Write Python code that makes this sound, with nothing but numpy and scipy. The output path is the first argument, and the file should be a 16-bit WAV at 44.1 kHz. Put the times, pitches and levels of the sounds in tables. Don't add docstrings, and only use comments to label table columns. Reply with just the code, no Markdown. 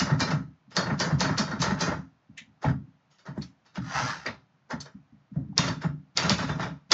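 import sys
import numpy as np
from scipy import signal
from scipy.fft import rfft, irfft, next_fast_len
from scipy.io import wavfile

SR = 44100
rng = np.random.default_rng(int(sys.argv[2]) if len(sys.argv) > 2 else 0)


def to_wav(s):
    ch = np.atleast_2d(s).T
    pcm = np.round(np.clip(ch, -1, 1) * 32767)
    wavfile.write(sys.argv[1], SR, pcm.astype(np.int16))


N = 305613
T = np.arange(SR // 2) / SR

# (shell [dB], linkage [dB], segment [dB], steel [dB])
STRIKE_MIX_DB, STEP_MIX_DB = (-1, -0.8, -3.7, 1.06), (0, -0.5, -10.5, -13)
FALL_MIX_DB = (0.74, -1, -14.5, -16.5)
TOUCH_MIX_DB, STOP_MIX_DB = (-1.5, 0, -5, -4), (0, -2.5, -12.5, -18.5)
STRIKE_TILT, RETURN_TILT = (0.043, 0, 0.52, 0.11), (-0.18, 0, 0.77, 0.94)
CLACK_TILT = (-0.13, 0.0089, 1.3, 1.24)
STRIKE_T60_S, STEP_T60_S, FALL_T60_S, CUSHION_RISE_S = 0.29, 0.28, 0.24, .0036


# (strike time [s], slap [dB], slap pitch [Hz], strike [dB], thump [dB], thump pitch [Hz],
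# step time [s], step [dB], fall time [s], fall [dB], thud [dB], thud pitch [Hz], brightness [dB])
KEYSTROKES = [(0.0005, -13.5, 5000, -29.8, -21, 178, 0.062, -33, 0.098, -29, -15, 153, 0.5),
              (0.2051, -9.5, 5000, -28, -23, 255, 0.275, -30, 0.312, -29, -17.5, 161, 1),
              (0.7672, -7.5, 4900, -27, -24, 175, 0.859, -31.5, 0.898, -30, -21.5, 216, -3),
              (1.002, -11.5, 4900, -27.5, -25, 169, 1.044, -30, 1.107, -30, -14, 153.5, -4),
              (1.2062, -10.5, 5000, -28, -24, 183, 1.243, -27.5, 1.288, -27.5, -20, 155, 0.5),
              (1.3836, -10.5, 5000, -28.5, -21, 216.5, 1.475, -36, 1.512, -30.5, -24.5, 220, -0.5),
              (1.619, -11.5, 5000, -28.2, -29, 154.4, 1.662, -28.5, 1.703, -27.5, -20.5, 197, 0.5),
              (1.8107, -13, 5000, -28.6, -24, 177.4, 1.868, -27.5, 1.911, -30, -24.5, 165, -1.5),
              (5.5798, 1.5, 4800, -29.3, -19, 172, 5.635, -31, 5.674, -27, -23.5, 176, 11),
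              (6.174, -2.5, 5000, -30, -29, 146, 6.224, -29, 6.252, -27.5, -26.5, 197, 10.5),
              (6.296, -1.5, 4550, -28.5, -17, 201, 6.387, -31.5, 6.421, -29.5, -22.5, 182, 10.5),
              (6.9179, 2.5, 4800, -22, -17, 213, 6.98, -30, 7.1, -30.5, -20, 170, 12.5)]

def typebars():
    out = np.zeros(N)
    for (s, slap_db, slap_hz, strike_db, thump_db, thump_hz,
         step_s, step_db, fall_s, fall_db, thud_db, thud_hz, bright_db) in KEYSTROKES:
        out += desk(s - .025, db=-43, hz=172)
        out += strike(s, slap_db, slap_hz, part_levels(strike_db, STRIKE_MIX_DB, bright_db, STRIKE_TILT))
        out += thud(s + .008, thump_db, thump_hz)
        bottom_parts_db = part_levels(strike_db - 6, STEP_MIX_DB, bright_db)
        out += clack(s + .022, bottom_parts_db, STEP_T60_S)
        step_parts_db = part_levels(step_db, STEP_MIX_DB, bright_db, RETURN_TILT)
        out += clack(step_s, step_parts_db, STEP_T60_S, CUSHION_RISE_S)
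        out += desk(step_s + .0121, step_db + 6.2, hz=165 * (1 + .06 * rng.normal()))
        fall_parts_db = part_levels(fall_db, FALL_MIX_DB, bright_db, RETURN_TILT)
        out += clack(fall_s, fall_parts_db, FALL_T60_S, CUSHION_RISE_S)
        out += thud(fall_s + .016, thud_db, thud_hz)
    return out


def strike(s, slap_db, slap_hz, parts_db, lead_s=.0009):
    out = np.zeros(N)
    swish = approach(parts_db, t60_s=.03 * amp(-.35 * slap_db))
    add(out, s - len(swish) / SR, amp(-3.5) * swish)
    rebound_db = -11.5 - 0.3 * slap_db
    add(out, s - lead_s, amp(slap_db - 2.5) * slap(slap_hz, lead_s, rebound_db))
    add(out, s, amp(-0.88) * blow(parts_db, STRIKE_T60_S, rise_s=.0024, ring_db=3, knock_db=-12))
    return out


def slap(hz, lead_s, rebound_db, width_s=.00021, rebound_t60_s=.023):
    t = T[:SR // 20] - lead_s
    snap = np.exp(-(t / width_s) ** 2) * np.cos(2 * np.pi * hz * (1 + 0.046 * rng.normal()) * t)
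    rebound = coloured(rng.standard_normal(len(t)), STEEL_SPECTRUM) * fade(rebound_t60_s)[:len(t)]
    return snap + amp(rebound_db) * rebound * (t > 0)


# (frequency [Hz], level [dB])
SHELL_SPECTRUM = [(200, -20.5), (320, 0), (450, 1), (630, 0), (760, -2.5), (900, 3), (1080, -0.5),
                  (1300, -15.5), (2000, -55.5)]
LINKAGE_SPECTRUM = [(600, -39.5), (1000, -10), (1150, -2), (1350, 2.5), (1580, 0.5), (1860, -0.5),
                    (2200, -12), (2500, -26.5), (3200, -37.5), (5000, -59)]
SEGMENT_SPECTRUM = [(1400, -38.5), (2100, 1), (2400, -0.5), (2800, -1.5), (3100, -2.5), (3350, -2.5),
                    (3900, -1), (4300, -17.5), (5500, -41)]
STEEL_SPECTRUM = [(2000, -33.5), (3600, -22), (4100, -3.5), (4900, 1), (5700, -2.5), (6400, -4),
                  (7100, -10.5), (7800, -26.5)]
# (frequency [Hz], level [dB], t60 [s])
FRAME_MODES = [(583.5, -14.5, 0.26), (640, -11, 0.28), (887, -10.5, .25), (1150, -15, 0.26),
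               (1295, -10.5, .31), (1395, -11, 0.3), (1777, -10.5, 0.099), (1855, -9, 0.17),
               (3402, -18, 0.18), (3655, -15, 0.18), (4600, -17, 0.18), (4872, -16, 0.18),
               (5453, -16.5, 0.19), (6429, -20.5, 0.2)]

def blow(parts_db, t60_s, rise_s, ring_db, knock_db, grit_db=2, crossovers_hz=(1100, 2300, 4000)):
    out = np.zeros(len(T))
    for spectrum, db in zip((SHELL_SPECTRUM, LINKAGE_SPECTRUM), parts_db):
        out += amp(db) * coloured(chatter(len(T), grit_db), spectrum, ripple_db=2)
    out *= 1 + amp(knock_db) * fade(t60_s=.06)
    for spectrum, db in zip((SEGMENT_SPECTRUM, STEEL_SPECTRUM), parts_db[2:]):
        hiss = coloured(chatter(len(T), grit_db), spectrum, ripple_db=2) * fade(t60_s=.4)
        tail = coloured(chatter(len(T), grit_db), spectrum, ripple_db=7.5, ripple_hz=55)
        out += amp(db) * (amp(-4.5) * hiss + amp(-1.1) * tail)
    out *= fade(t60_s)
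    for hz, db, mode_t60_s in FRAME_MODES:
        part_db = parts_db[np.searchsorted(crossovers_hz, hz)]
        cycles = hz * (1 + 0.002 * rng.normal()) * T + rng.random()
        decay = fade(mode_t60_s * t60_s / STRIKE_T60_S)
        out += amp(part_db + db + ring_db + rng.normal(0, 2.0)) * decay * np.sin(2 * np.pi * cycles)
    return out * rise(rise_s)


def approach(parts_db, t60_s):
    size = SR // 10
    spectra = (SHELL_SPECTRUM, LINKAGE_SPECTRUM, SEGMENT_SPECTRUM, STEEL_SPECTRUM)
    friction = sum(amp(db) * coloured(chatter(size, grit_db=5.5), spectrum)
                   for spectrum, db in zip(spectra, parts_db))
    swell = (fade(t60_s) * rise(.0004))[:size][::-1]
    return friction * swell


def clack(s, parts_db, t60_s, rise_s=.0012):
    out = np.zeros(N)
    slide = approach(parts_db, t60_s=.033)
    add(out, s - len(slide) / SR, amp(-4.5) * slide)
    add(out, s, amp(-3.5) * blow(parts_db, t60_s, rise_s, ring_db=4.5, knock_db=-8))
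    return out


def part_levels(db, mix_db, bright_db, tilt=CLACK_TILT):
    return db + np.array(mix_db) + bright_db * np.array(tilt)


def thud(s, db, hz, rock_s=.05):
    return desk(s, db, hz) + desk(s + rock_s, db - 13.5, hz * .9)


# (frequency [Hz], level [dB])
BOOM_SPECTRUM = [(25, -39.5), (50, -27), (72, -6), (90, -9), (140, 2.5), (200, -1.5), (230, -13.5),
                 (265, 0), (330, -20), (500, -40), (1000, -72)]
# (frequency [Hz], level [dB], t60 [s])
ROOM_MODES = [(75, -20, .32), (146.87, -7.5, .27), (265.2, -16.5, .24)]

def desk(s, db, hz, sag=0.13):
    out = np.zeros(N)
    pitch_hz = hz * (1 + sag * (2 * fade(.24) - 1.3))
    swing = np.sin(2 * np.pi * np.cumsum(pitch_hz) / SR) * fade(.13) * rise(.004) ** 2
    boom = coloured(rng.standard_normal(len(T)), BOOM_SPECTRUM) * fade(.31) * rise(.0079)
    modes = sum(amp(mode_db) * fade(t60_s) * np.sin(2 * np.pi * (mode_hz * T + rng.random()))
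                for mode_hz, mode_db, t60_s in ROOM_MODES)
    add(out, s, amp(db) * (amp(3.5) * swing + amp(-5.5) * boom + modes * rise(.015)))
    return out


# (time [s], touch [dB], stop [dB], brightness [dB], stop t60 [s], thud [dB], thud pitch [Hz])
LEVERS = [(2.643, -42, -30.5, -0.5, .24, -16, 148), (3.276, -46, -42.5, -3, 0.26, -28, 152),
          (3.374, -58, -45.5, -7, 0.16, -28.5, 213), (3.771, -45, -35.5, 2.5, 0.14, -25, 189),
          (4.263, -59, -32, 4, 0.25, -37, 236), (4.724, -34, -34, -4, 0.21, -26.5, 240.6),
          (5.357, -65, -57, -7, 0.36, -18.5, 160), (5.838, -48, -33, -0.5, 0.22, -19.5, 160),
          (6.491, -47, -31, 3.5, 0.39, -19.5, 155), (6.594, -55, -31.5, 1, 0.32, -27.5, 141),
          (6.627, -46, -32, 6, 0.26, -28, 147)]

def levers(play_s=.016, desk_lag_s=.005):
    out = np.zeros(N)
    for s, touch_db, stop_db, bright_db, t60_s, thud_db, thud_hz in LEVERS:
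        out += clack(s - play_s, part_levels(touch_db, TOUCH_MIX_DB, bright_db), t60_s=.2)
        out += clack(s, part_levels(stop_db, STOP_MIX_DB, bright_db), t60_s)
        out += thud(s + desk_lag_s, thud_db, thud_hz)
    return out


# (time [s], level [dB], pitch [Hz], ring t60 [s])
CATCHES = [(0.099, -30.5, 1380, .07), (0.308, -36, 4430, 0.04), (0.9, -36, 1850, .12),
           (1.004, -32, 2200, .06), (1.512, -40, 4440, 0.1), (2.377, -50, 6660, 0.075),
           (2.641, -28, 645, 0.16), (2.643, -33, 861, .18), (2.645, -39, 1350, .16),
           (2.645, -42, 1830, .17), (3.378, -30, 270, 0.11), (3.368, -45, 620, .1),
           (3.419, -40.5, 4350, 0.095), (3.756, -47, 2800, 0.067), (4.261, -29, 1880, 0.12),
           (4.262, -36, 2250, .15), (4.261, -35.5, 4680, 0.075), (4.263, -46, 4050, .22),
           (4.718, -46.5, 5100, 0.069), (4.803, -39.5, 4430, 0.065), (4.804, -43, 6200, .09),
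           (4.811, -39, 4400, 0.09), (4.856, -51, 4500, 0.08), (5.36, -48, 547, 0.22),
           (5.524, -55, 780, .1), (5.816, -42, 1500, .08), (5.837, -30.5, 700, 0.07),
           (6.252, -33, 1350, .12), (6.296, -27, 3750, .035), (6.302, -28, 700, 0.057),
           (6.386, -33, 1326, .14), (6.491, -30, 1354, 0.08), (6.591, -35, 557, .05),
           (6.607, -37, 1350, .12)]

def catches(spread=0.013, mode_count=7):
    out = np.zeros(N)
    for s, db, hz, t60_s in CATCHES:
        detune, phase = rng.standard_normal((2, mode_count, 1))
        ring = unit(np.sin(2 * np.pi * (hz * (1 + spread * detune) * T + phase)).sum(axis=0))
        skirt = [(hz / 2, -45), (hz * .82, -3), (hz, 0), (hz * 1.35, -5), (hz * 2, -45)]
        crack = coloured(chatter(len(T), grit_db=4.5), skirt, ripple_db=-1.5)
        snap = amp(-1.5) * ring * fade(t60_s) + amp(-3) * crack * fade(1.3 * t60_s)
        add(out, s, amp(db) * snap * rise(.00066))
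    return out


# (time [s], level [dB])
RASP_ENVELOPE = [(3.83, -50), (3.89, -42.5), (3.95, -32), (3.99, -29.5), (4.04, -32.5), (4.11, -33.5),
                 (4.17, -41), (4.245, -47.5)]
# (frequency [Hz], level [dB])
RAIL_SPECTRUM = [(250, -59), (400, -19), (465, -11), (540, -11), (650, -4), (710, -9), (780, 4), (870, 2.5),
                 (1080, -1), (1400, -35.5)]
RACK_SPECTRUM = [(800, -15.5), (1150, -4.5), (1310, 7), (1480, 1), (1640, 2), (1850, 0), (2140, -6.5),
                 (2700, -30)]
PAWL_SPECTRUM = [(1800, -27.5), (2400, 3.5), (3200, 0), (4400, 2.5), (5000, 2), (5500, 1), (6050, 4),
                 (7000, -10.5), (7800, -27)]
# (offset at full speed [dB], slope [dB/dB])
CARRIAGE_PARTS = [(-3, 1.5), (-1.4, 1.06), (-7.5, 1.09)]

def carriage(peak_teeth_per_s=140, tooth_t60_s=.016, rolling=0.8, rail_places=7):
    out = np.zeros(N)
    times_s, rasp_db = np.transpose(RASP_ENVELOPE)
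    start_s, end_s = times_s[0], times_s[-1]
    t = start_s - .1 + np.arange(SR) / SR
    effort_db = np.interp(t, times_s, rasp_db) - rasp_db.max()
    parts_db = [rasp_db.max() + db + slope * effort_db for db, slope in CARRIAGE_PARTS]
    speed = amp(effort_db / 2)
    teeth_passed = np.floor(np.cumsum(peak_teeth_per_s * speed) / SR)
    tooth_pulses = np.diff(teeth_passed, prepend=0)
    rasp = signal.fftconvolve(tooth_pulses, fade(tooth_t60_s))[:SR] + rolling
    moving = np.clip(np.minimum(t - start_s + .029, end_s + .028 - t) / .022, 0, 1)
    places_s, gap_s = np.linspace(start_s, end_s, rail_places, retstep=True)
    for place_s in places_s:
        crossfade = np.sqrt(np.clip(1 - np.abs(t - place_s) / gap_s, 0, 1))
        for db, spectrum in zip(parts_db, (RAIL_SPECTRUM, RACK_SPECTRUM, PAWL_SPECTRUM)):
            part = coloured(rasp * chatter(SR, grit_db=1.5), spectrum, ripple_db=4.5, ripple_hz=50.06)
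            add(out, t[0], amp(db) * moving * crossfade * part)
    return out


# (time [s], level [dB], pitch [Hz], length [s])
RAIL_SPOTS = [(3.93, -37.5, 800, .09), (3.945, -33, 1320, .1), (3.96, -38, 930, .08),
              (4.06, -41, 1200, .09)]

def rail_resonances(relative_width=.03):
    out = np.zeros(N)
    edge, skirt = 1 + relative_width, 1 + 4 * relative_width
    for s, db, hz, length_s in RAIL_SPOTS:
        band = [(hz / skirt, -50), (hz / edge, 0), (hz * edge, 0), (hz * skirt, -50)]
        swell = np.sin(np.pi * np.clip(T / length_s, 0, 1))
        add(out, s, amp(db) * swell * coloured(rng.standard_normal(len(T)), band))
    return out


# (time [s], level [dB], t60 [s])
RATTLES = [(0.135, -35.5, .2), (0.8, -29, .14), (0.832, -34, .15), (0.93, -36, .15), (1.092, -35, .1),
           (1.335, -35, 0.18), (1.56, -41, 0.2), (1.773, -37, .16), (1.93, -37, .12), (2.661, -32, .12),
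           (2.688, -33, .16), (6.279, -33, .14), (6.655, -37, .22)]

def rattles():
    return sum(clack(s, part_levels(db, FALL_MIX_DB, bright_db=0), t60_s, CUSHION_RISE_S)
               for s, db, t60_s in RATTLES)


# (frequency [Hz], level [dB])
SCRAPE_SPECTRUM = [(1400, -35), (1700, -3), (1950, 4), (2300, -1), (3000, -2), (3800, -5), (4400, -18),
                   (6000, -15), (7100, -14), (7800, -40)]

def scrape(s=2.383, db=-34.5, rise_s=.015, t60_s=.17):
    out = np.zeros(N)
    swell = np.clip(T / rise_s, 0, 1) ** 2
    friction = coloured(chatter(len(T), grit_db=3), SCRAPE_SPECTRUM, ripple_db=3)
    add(out, s - rise_s, amp(db) * friction * swell * fade(t60_s))
    return out


# (time [s], level [dB], brightness [dB], t60 [s])
TICKS = [(0.713, -54, 3, 1), (0.308, -41, 6, 0.19), (1.6, -43, 6, 0.25), (1.793, -42, 3.5, 0.25),
         (2.378, -59, 5, 0.18), (3.11, -70, 7, 0.55), (3.19, -63, 5, 0.3), (3.42, -54, 6.5, 0.24),
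         (3.66, -61.5, 3.5, 0.35), (4.803, -50.5, 0.5, 0.23), (4.857, -49, -3, 0.25), (5.817, -43, 1, .2)]
# (time [s], level [dB], pitch [Hz])
BUMPS = [(0.355, -24, 150), (0.47, -38, 161.7), (0.676, -48, 198), (0.83, -28.5, 135), (1.598, -22, 138),
         (1.985, -32.5, 160.4), (2.292, -43.5, 215), (2.41, -50, 230), (2.475, -51, 215),
         (2.664, -18.5, 150), (2.672, -27, 108), (2.686, -17.5, 150), (2.75, -27, 135), (2.778, -31, 128),
         (3.81, -29, 135), (3.845, -32, 135), (3.948, -30.5, 135), (3.99, -31, 135), (4.03, -26, 132),
         (4.169, -42, 160), (4.282, -34, 235), (4.943, -39, 203), (5.123, -45, 221), (5.312, -39, 206.2),
         (5.49, -30.5, 200), (5.765, -31, 160), (5.93, -30.5, 155.5), (6.565, -25, 162), (6.7, -32, 164)]

def handling():
    ticks = sum(clack(s, part_levels(db, TOUCH_MIX_DB, bright_db), t60_s)
                for s, db, bright_db, t60_s in TICKS)
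    return ticks + sum(desk(s, db, hz) for s, db, hz in BUMPS)


# (frequency [Hz], level [dB])
ROOM_SPECTRUM = [(15, -55.5), (25, -42.5), (143, 4.5), (418, -16.5), (643, -10), (707, -11.5), (1040, -12),
                 (1250, -14), (1410, -14.5), (6520, -32), (7520, -43), (9780, -85), (16500, -120)]

def room_tone(db=-68):
    return amp(db) * coloured(rng.standard_normal(N), ROOM_SPECTRUM)


def chatter(size, grit_db):
    knots = rng.standard_normal(size // 44 + 2)
    strength = np.interp(np.arange(size), np.linspace(0, size, len(knots)), knots)
    return amp(grit_db * strength) * rng.standard_normal(size)


def coloured(x, spectrum, ripple_db=0, ripple_hz=45):
    hz, db = np.transpose(spectrum)
    size = next_fast_len(len(x))
    bins_hz = np.fft.rfftfreq(size, 1 / SR)
    knots = rng.standard_normal(400)
    ripple = ripple_db * np.interp(bins_hz / ripple_hz, np.arange(len(knots)), knots)
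    gain = amp(np.interp(np.log(bins_hz + 1), np.log(hz), db) + ripple)
    return unit(irfft(rfft(x, size) * gain, size)[:len(x)])


def amp(db):
    return 10 ** (np.asarray(db) / 20)


def unit(x):
    return x / np.sqrt(np.mean(x ** 2) + 1e-20)


def fade(t60_s):
    return np.exp(-np.log(1000) * T / max(t60_s, 1e-3))


def rise(tau_s):
    return 1 - np.exp(-T / tau_s)


def add(track, s, x):
    start = int(round(s * SR))
    x = x[max(-start, 0):max(N - start, 0)]
    track[max(start, 0):][:len(x)] += x


def scene():
    machine = typebars() + rattles() + levers() + handling() + catches() + scrape()
    carriage_return = carriage() + rail_resonances()
    return (machine + carriage_return + room_tone())[None]


def record(dry, ceiling=.9, low_hz=45, top_hz=7750, leak_db=-17, leak_top_hz=9700):
    rounded = dry / (1 + np.abs(dry / ceiling) ** 6) ** (1 / 6)
    highpassed = signal.sosfilt(signal.butter(2, low_hz, 'high', fs=SR, output='sos'), rounded)
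    size = next_fast_len(N + SR // 2)
    hz = np.fft.rfftfreq(size, 1 / SR)
    band = np.maximum(1 / np.sqrt(1 + (hz / top_hz) ** 100), amp(leak_db))
    leak_cutoff = 1 / np.sqrt(1 + (hz / leak_top_hz) ** 100)
    return irfft(rfft(highpassed, size) * band * leak_cutoff, size)[:, :N]


dry = scene()
out = record(dry)
to_wav(out)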